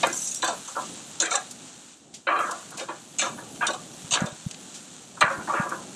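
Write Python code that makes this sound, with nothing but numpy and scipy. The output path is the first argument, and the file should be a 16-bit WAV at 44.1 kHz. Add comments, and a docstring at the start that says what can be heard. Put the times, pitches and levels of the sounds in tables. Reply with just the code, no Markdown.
"""Ribs turned on an outdoor grill

One small microphone, close by, hears steel tongs turn racks of ribs on the grate.
Each touch is a blow and a dying run of tiny impacts that rings the modes of the grate; tongs jingle higher.
Knocks thump through the frame as short low swings, and spitting fat gives short puffs of bright noise.
Sizzle is filtered grainy noise with small pings, fading while the meat is lifted.
Behind it lies a low outdoor rumble of wavering filtered noise."""
import sys
import numpy as np
from scipy import signal
from scipy.fft import rfft, irfft
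from scipy.io import wavfile
from scipy.ndimage import uniform_filter1d

SR = 44100
rng = np.random.default_rng(int(sys.argv[2]) if len(sys.argv) > 2 else 0)


def undo_db(level):
    """Turn decibels back into plain size, where 20 dB means ten times bigger."""
    steps = np.asarray(level, float) / 20
    return 10 ** steps


def put_to_file(sound):
    """Save the sound as 16-bit audio at rate SR, in the file named by the first command-line argument."""
    columns = np.atleast_2d(sound).T  # one column per channel
    safe = np.clip(columns, -1, 1)
    whole_steps = np.round(safe * 32767)
    wavfile.write(sys.argv[1], SR, whole_steps.astype(np.int16))


N = 262699  # length [samples]


def curve(rows, count=1):
    """One column of a table, read at every sample along the times in its first column."""
    return np.interp(np.arange(N) / SR, np.array(rows)[:, 0], np.array(rows)[:, count])


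def coloured(x, colour, lo_hz, hi_hz):
    """Filter by points of (frequency [Hz], level [dB]); rms 1 between the two frequencies."""
    hz, db = np.transpose(colour)
    bins = np.arange(len(x) // 2 + 1) * SR / len(x)
    gain_db = np.interp(np.log(bins + 1), np.log(hz), db, left=-90, right=-90)
    spectrum = rfft(x) * undo_db(gain_db)
    inside = irfft(spectrum * ((bins > lo_hz) & (bins < hi_hz)), len(x))
    return irfft(spectrum, len(x)) / np.std(inside)


def walk(rate):
    """Random levels held 1 / rate seconds and slewed twice; spread 1."""
    k = int(SR / rate)
    steps = np.repeat(rng.standard_normal(N // k + 1), k)
    steps = uniform_filter1d(uniform_filter1d(steps, k), k)[:N]
    return steps / np.std(steps)


def add(out, x, s):
    """Mix a sound in at s seconds."""
    i = int(s * SR)
    out[i:i + len(x)] += x[:N - i]


def envelope(t, rise_s, t60):
    """Quick rise, exponential fall by 60 dB in t60 seconds."""
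    return (1 - np.exp(-t / max(rise_s, 1 / SR))) * 1000. ** (-t / max(t60, 100 / SR))


def touches(events, modes, edge_hz, ramp_oct, reach, focus_db, blow_db, soft_hz, rise_s):
    """Each touch is a first blow and a dying run of tiny impacts while the point of contact slides along."""
    bars, spots, slide_s = 2, 3, .045  # near-equal bars, spots of contact, time from spot to spot [s]
    grain_db, scatter_db = 3.0, 3.5  # unevenness of the impacts and of the mode strengths
    # near-equal bars: every mode comes as a close pair
    hz, t60, db = np.repeat(modes, bars, axis=0).T[:, :, None]
    t, long = np.arange(SR // 16) / SR, np.arange(SR // 2) / SR
    # distance past the edge, in ramps of ramp_oct octaves (negative: downwards)
    beyond = np.clip(np.log2(hz / edge_hz) / ramp_oct, 0, reach)
    near, far = beyond == 0, beyond > 0
    # a mode needs a cycle or so to get moving, so the low ones come late
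    shape = (1 - np.exp(-t * hz / 0.48)) ** 2 * 1000. ** (-t / t60)
    # share of the push that each spot receives, passing round the spots in turn
    share = np.cos(np.pi * (long / slide_s - np.arange(spots)[:, None]) / spots) ** 4
    out = np.zeros(N)
    for s, level_db, far_db, favoured_hz, chatter_s in events:
        # modes near the favoured pitch move most; those past the edge follow the hardness of the contact
        away_db = np.minimum(focus_db * np.abs(np.log2(hz / favoured_hz)), 9.0) * near
        detuned_hz = hz * (1 + 0.023 * rng.standard_normal(hz.shape))
        rings = undo_db(db - away_db) * shape * np.sin(2 * np.pi * detuned_hz * t)
        balance = np.linalg.norm(rings * near) / np.linalg.norm(rings * far)
        rings = rings * np.where(far, balance * undo_db(far_db * beyond), 1)
        # every spot drives the modes with its own strengths and signs
        strength, sign = rng.standard_normal((2, spots, len(hz)))
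        bodies = (undo_db(scatter_db * strength) * np.sign(sign)) @ rings
        impacts = rng.standard_normal(len(long)) * undo_db(grain_db * rng.exponential(size=len(long)))
        # later impacts are softer and so duller than the first blow
        soft = signal.lfilter(*signal.butter(1, soft_hz, fs=SR), impacts)
        blow = undo_db(blow_db) * np.exp(-long / rise_s) * impacts
        force = envelope(long, rise_s, chatter_s) * (soft + blow)
        ring = signal.fftconvolve(force * share, bodies, axes=1).sum(axis=0)
        # peak of a sine as strong as the loudest 10 ms
        top = np.sqrt(2 * uniform_filter1d(ring ** 2, SR // 100).max())
        add(out, undo_db(level_db + max(far_db, 0)) * ring / top, max(s - rise_s / 2, 0))
    return out


# meat or tongs meeting the grate: (time [s], level before any boost from bright upper modes [dB],
# upper modes [dB per ramp past the edge], favoured pitch [Hz], chatter t60 [s])
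GRATE_CONTACTS = [(0.032, -13.5, 0.5, 715, 0.081), (0.058, -24, -4, 430, 0.26), (0.428, -20, -5, 940, 0.27),
                  (0.48, -21.5, -37, 830, 0.15), (0.528, -31, -22, 630, 0.06),
                  (0.678, -39, -36, 1050, 0.15), (0.752, -34, -52, 1290, 0.05),
                  (0.764, -24, -57, 1060, 0.068), (0.778, -28, -69, 760, 0.2), (1.202, -31, 0, 1880, 0.51),
                  (1.225, -26, 1.5, 460, 0.34), (1.312, -21.5, -2, 1450, 0.22),
                  (1.339, -23.5, -7, 820, 0.21), (2.27, -20.5, 1.5, 1470, 0.11),
                  (2.286, -17.5, -4, 1580, 0.16), (2.318, -20.5, -5.5, 1160, 0.33),
                  (2.354, -21.5, -0.5, 1480, 0.26), (2.398, -20, -5.5, 1240, 0.15),
                  (2.434, -29, -13, 1080, 0.45), (2.485, -26.5, -31, 1150, 0.12),
                  (2.515, -27.5, -61, 950, 0.22), (2.715, -40, -30, 1070, 0.32),
                  (2.779, -34.5, -0.5, 740, 0.17), (2.805, -30.5, -16, 570, 0.14),
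                  (2.885, -27.5, -3, 940, 0.21), (3.189, -34.5, 10.5, 1640, 0.28),
                  (3.217, -24.5, -2, 1210, 0.21), (3.257, -26.5, -27, 1130, 0.17),
                  (3.376, -36.5, -18, 1350, 0.24), (3.609, -23.5, -5, 1380, 0.23),
                  (3.62, -19.5, -2, 1200, 0.23), (3.683, -24, -39, 1290, 0.089),
                  (3.7, -24.5, -38, 554, 0.055), (3.735, -29.5, -46, 740, 0.24),
                  (4.113, -31.5, -14, 666, 0.36), (4.135, -25.5, 2.5, 1400, 0.33),
                  (4.2, -26, -19, 670, 0.28), (4.269, -31, -36, 624, 0.058),
                  (5.172, -38.5, -35, 1190, 0.084), (5.211, -11, -3, 1440, 0.1),
                  (5.219, -12.5, -0.5, 1290, 0.075), (5.245, -22, -10, 1390, 0.46),
                  (5.299, -25, -11, 1510, 0.28), (5.392, -36, -22, 1310, 0.049),
                  (5.473, -25.5, -20, 1430, 0.17), (5.494, -21.5, -18, 1020, 0.52),
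                  (5.534, -20, -7.5, 1176, 0.47), (5.593, -25.5, -14, 1200, 0.3),
                  (5.649, -31.5, -22, 1110, 0.26), (5.716, -24.5, -39, 1230, 0.21)]
# ringing of the grate bars: (centre frequency [Hz], t60 [s], level [dB])
GRATE_RINGING = [(266, 0.039, -27), (336, 0.058, -4), (430, 0.054, -6), (486, 0.043, -1.5),
                 (563, 0.064, -2.5), (637.6, 0.053, -1.5), (740, 0.041, 0.5), (814, 0.057, -5.5),
                 (907, 0.046, -5.5), (1017, 0.068, -3.5), (1071, 0.023, -6.5), (1163, 0.032, 3),
                 (1200, 0.033, -4), (1326, 0.03, -1.5), (1400, 0.042, 0.5), (1588, 0.036, 0.5),
                 (1710, 0.031, -9), (1702, 0.021, 5.5), (1917, 0.028, -7.5), (2070, 0.044, -5.5),
                 (2286, 0.038, -12), (2365, 0.032, 2.5), (2478, 0.012, 8.5), (2690, 0.047, -11),
                 (2844, 0.016, -4.5), (3170, 0.045, -3), (3490, 0.032, -25), (3300, 0.033, -19),
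                 (3806, 0.033, -10), (4020, 0.0094, -35), (4040, 0.019, -3.5)]


def grate():
    """Touched grate bars ring; the modes above the edge brighten or dull with each contact."""
    return touches(GRATE_CONTACTS, GRATE_RINGING, edge_hz=1424, ramp_oct=0.78, reach=2.7,
                   focus_db=9.5, blow_db=-2, soft_hz=2200, rise_s=0.00393)


# tongs clicking or sliding on steel: (time [s], level before any boost from strong lower modes [dB],
# lower modes [dB per ramp below the edge], chatter t60 [s])
TONG_CONTACTS = [(0.0299, -30, 8, 0.058), (0.1274, -25, -36, 0.54), (0.166, -26.5, -51, 0.23),
                 (0.1903, -30, -32, 0.15), (0.217, -27, -26, 0.17), (0.2435, -28, -29, 0.26),
                 (0.272, -25, -36, 0.17), (0.3101, -26.5, -27, 0.39), (0.3573, -28.5, -33, 0.12),
                 (0.4212, -23, -0.5, 0.16), (0.4434, -24.5, -0.5, 0.25), (0.4744, -25, -5, 0.16),
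                 (0.6774, -34, -38, 0.25), (1.2012, -13, -10, 0.085), (1.2184, -20, -8, 0.23),
                 (1.3078, -25, -6, 0.33), (1.325, -26, -19, 0.13), (1.3528, -17, -14.5, 0.05),
                 (2.407, -40, -25, 0.32), (2.4598, -41, -13, 0.44), (2.807, -41, 3, 0.14),
                 (3.1848, -20, 1.5, 0.3), (3.2129, -23.5, 0.5, 0.14), (3.6674, -19.5, -8.5, 0.089),
                 (3.704, -31.5, 2, 0.064), (3.7336, -33.5, 2, 0.074), (4.1089, -22.5, -9, 0.12),
                 (4.119, -18, -4, 0.12), (4.1369, -20, 4, 0.1), (4.1544, -26.5, 3.5, 0.059),
                 (4.204, -31, -12, 0.042), (4.2633, -36, 1, 0.061), (5.2083, -20, -5, 0.03)]
# ringing of the tongs: (centre frequency [Hz], t60 [s], level [dB])
TONG_RINGING = [(2580, 0.074, -8.5), (2750, 0.032, -13), (2997, 0.016, 3.5), (3610, 0.051, -0.5),
                (3760, 0.012, 2), (3984, 0.048, -2.5), (4145, 0.014, -1), (4500, 0.026, -5),
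                (5260, 0.013, -8), (5500, 0.018, -24), (5870, 0.045, -5.5), (6057, 0.034, 0.5),
                (6190, 0.011, 3), (6580, 0.013, -11), (6740, 0.014, 2), (6990, 0.0089, 4.5),
                (7230, 0.0077, -7.5), (7510, 0.017, 3), (7610, 0.024, -2), (7880, 0.029, -2),
                (8530, 0.063, -5), (8370, 0.046, -12.5), (9240, 0.028, -9), (9800, 0.02, -20),
                (10600, 0.0094, -15), (10700, 0.013, -29), (11500, .015, -28), (12000, .015, -31),
                (13200, .015, -30)]


def tongs():
    """Small steel tongs ring higher than the grate; here the modes below the edge vary with each contact."""
    favoured_hz = 7060
    clicks = [(s, level_db, lower_db, favoured_hz, t60) for s, level_db, lower_db, t60 in TONG_CONTACTS]
    return touches(clicks, TONG_RINGING, edge_hz=5500, ramp_oct=-.05, reach=0.65,
                   focus_db=12.5, blow_db=2.0, soft_hz=9200, rise_s=0.0017)


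def firebox(x, t60, wet_db):
    """The open steel box returns a short, diffuse, dull tail."""
    t = np.arange(SR // 4) / SR
    dull = signal.lfilter([.3], [1, -.7], rng.standard_normal(len(t)))
    tail = dull * 1000. ** (-t / t60)
    return x + undo_db(wet_db) * signal.fftconvolve(x, tail / np.linalg.norm(tail))[:N]


# knocks through the frame: (time [s], peak level [dB], pitch [Hz])
FRAME_KNOCKS = [(4.046, -33.5, 159), (4.127, -31.5, 153), (4.2201, -16, 190), (4.242, -20.5, 172),
                (4.326, -34.5, 148), (4.465, -19.5, 154), (5.24, -26.5, 154), (5.385, -32, 152),
                (5.599, -18, 180)]


def thumps():
    """A knock bends the frame for a cycle or two: a low swing that rises faster than it falls."""
    rise_s = 0.0022
    out, t = np.zeros(N), np.arange(SR // 10) / SR
    late = t - 2 * rise_s
    width_s = np.where(late < 0, rise_s, 1.95 * rise_s)
    swing = np.exp(-.5 * (late / width_s) ** 2)
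    for s, peak_db, hz in FRAME_KNOCKS:
        add(out, undo_db(peak_db) * swing * np.cos(2 * np.pi * hz * late), s - rise_s)
    return out


# fat spitting on the hot bars: (time [s], level [dB], t60 [s], tilt about 7 kHz [dB per octave])
FAT_SPITS = [(0.069, -16.5, 0.022, 14), (0.2713, -30, 0.027, 12), (0.3095, -26, 0.024, 10),
             (0.345, -16, 0.024, 9), (0.4436, -20.5, 0.031, 14), (1.5085, -29, 0.065, 8),
             (2.139, -33, 0.16, -1), (2.3874, -40.5, 0.23, 16), (2.5097, -25, 0.06, 5.5),
             (2.7043, -33, 0.052, 13), (2.7718, -31, 0.24, 2), (2.7934, -28.5, 0.11, -7.5),
             (4.2584, -26, 0.032, 1), (4.5102, -21.5, 0.025, -1), (4.544, -29, 0.02, -8),
             (4.7423, -35.5, 0.23, 0), (5.207, -26, 0.04, 14), (5.691, -29.5, 0.046, 11)]
# spectrum of a spit before its tilt: (frequency [Hz], relative level [dB])
SPIT_SPECTRUM = [(1500, -16), (3000, 0), (5100, 1.5), (7300, 4.5), (9000, -3.5), (11000, -14.5),
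                 (13500, -26), (15500, -47)]


def spits():
    """A drop of fat flashes to steam: a short puff of coloured noise."""
    out, t = np.zeros(N), np.arange(SR // 4) / SR
    for s, level_db, t60, tilt_db in FAT_SPITS:
        colour = [(hz, db + tilt_db * np.log2(hz / 7000)) for hz, db in SPIT_SPECTRUM]
        steam = coloured(rng.standard_normal(len(t)), colour, 3000, 14000)
        puff = envelope(t, 0.0019, t60) * steam
        add(out, undo_db(level_db) * puff / np.sqrt(2), s)
    return out


# sizzle under the meat: (time [s], level of the hiss [dB], level of the finest spray [dB])
SIZZLE_LEVELS = [(0.0, -38, -58), (0.21, -43.5, -51), (0.48, -44.5, -60), (0.8, -43, -58.5),
                 (1.36, -49, -66), (1.6, -47.5, -67), (1.94, -54, -72), (2.17, -59.5, -88),
                 (2.39, -55, -61), (2.54, -46, -60.5), (2.8, -50.5, -70), (3.33, -49, -57.5),
                 (3.58, -48.5, -62.5), (3.95, -46.5, -60), (4.4, -47.5, -64.5), (5.15, -50, -66.5),
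                 (5.5, -45.5, -59), (5.96, -48.5, -64.5)]
# spectrum of the hiss: (frequency [Hz], relative level [dB])
HISS_SPECTRUM = [(260, -23), (450, -29), (800, -9.5), (1400, -7), (2100, -12.5), (2800, -7.5), (4000, -6.5),
                 (5100, -12), (6000, -5.5), (7300, -2.5), (8500, -6), (9700, -20.5), (11000, -55)]
# spectrum of the finest spray: (frequency [Hz], relative level [dB])
SPRAY_SPECTRUM = [(8500, -3), (9700, 2.5), (11000, -4.5), (13000, -11.5), (14500, -20), (15500, -36)]


def sizzle():
    """Countless fat bubbles burst; a few pop louder, and hiss and fine spray flutter apart."""
    pops_db = 3.2 * np.minimum(rng.exponential(size=(2, N)), 6.0)
    bursts = rng.standard_normal((2, N)) * undo_db(pops_db)
    hiss = undo_db(1.1 * walk(20)) * coloured(bursts[0], HISS_SPECTRUM, 5500, 9000)
    spray = undo_db(2.2 * walk(30)) * coloured(bursts[1], SPRAY_SPECTRUM, 9800, 14000)
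    hiss = hiss + undo_db(-2.0) * bubbles(count=260, low_hz=3000, octaves=1.65)
    spray = spray + undo_db(-4.0) * bubbles(count=260, low_hz=9300, octaves=0.55)
    return undo_db(curve(SIZZLE_LEVELS)) * hiss + undo_db(curve(SIZZLE_LEVELS, count=2)) * spray


def bubbles(count, low_hz, octaves):
    """Single larger bubbles ring briefly as they burst, at random times, pitches and levels."""
    out, t = np.zeros(N), np.arange(SR // 25) / SR
    for when, pitch, size in rng.random((count, 3)):
        hz = low_hz * 2 ** (octaves * pitch)
        ping = np.sin(2 * np.pi * hz * t) * envelope(t, 0.0023, 0.031)
        # most are faint, a few much louder
        add(out, undo_db(-2.8 * np.log(size + 1 / count)) * ping, when * N / SR)
    return out


# outdoor rumble behind the grill: (time [s], level [dB])
RUMBLE_LEVELS = [(0.0, -46.5), (0.3, -49.5), (1.5, -53), (2.32, -60), (2.45, -46), (2.7, -52.5), (3.0, -54),
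                 (3.32, -46.5), (4.05, -50.5), (4.21, -48.5), (4.5, -51), (5.23, -54.5), (5.43, -46),
                 (5.96, -48)]
# spectrum of the rumble: (frequency [Hz], relative level [dB])
RUMBLE_SPECTRUM = [(15, -58), (30, -35), (70, -26), (100, -17), (160, -9), (230, -6), (330, -11),
                   (410, -15), (800, -17), (1200, -38)]


def rumble():
    """Burner roar and light wind: low filtered noise, wavering."""
    level_db = curve(RUMBLE_LEVELS) + 2.2 * walk(9)
    return undo_db(level_db) * coloured(rng.standard_normal(N), RUMBLE_SPECTRUM, 100, 400)


def scene():
    """Grate and tongs inside the box, with knocks, sizzle, spits and rumble."""
    # thin bars radiate little bass
    bass_cut = signal.butter(3, 200, "high", fs=SR, output="sos")
    steel = signal.sosfilt(bass_cut, grate() + tongs())
    return (firebox(steel, t60=0.16, wet_db=-12) + thumps() + sizzle() + spits() + rumble())[None]


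def top_cut(x):
    """Nothing passes above the cut-off."""
    return signal.sosfilt(signal.butter(12, 15510, fs=SR, output="sos"), x)


def record(dry):
    """The small microphone rounds the loudest peaks."""
    mix = np.tanh(1.091 * dry) / 1.114
    return top_cut(mix)


dry = scene()
out = record(dry)
put_to_file(out)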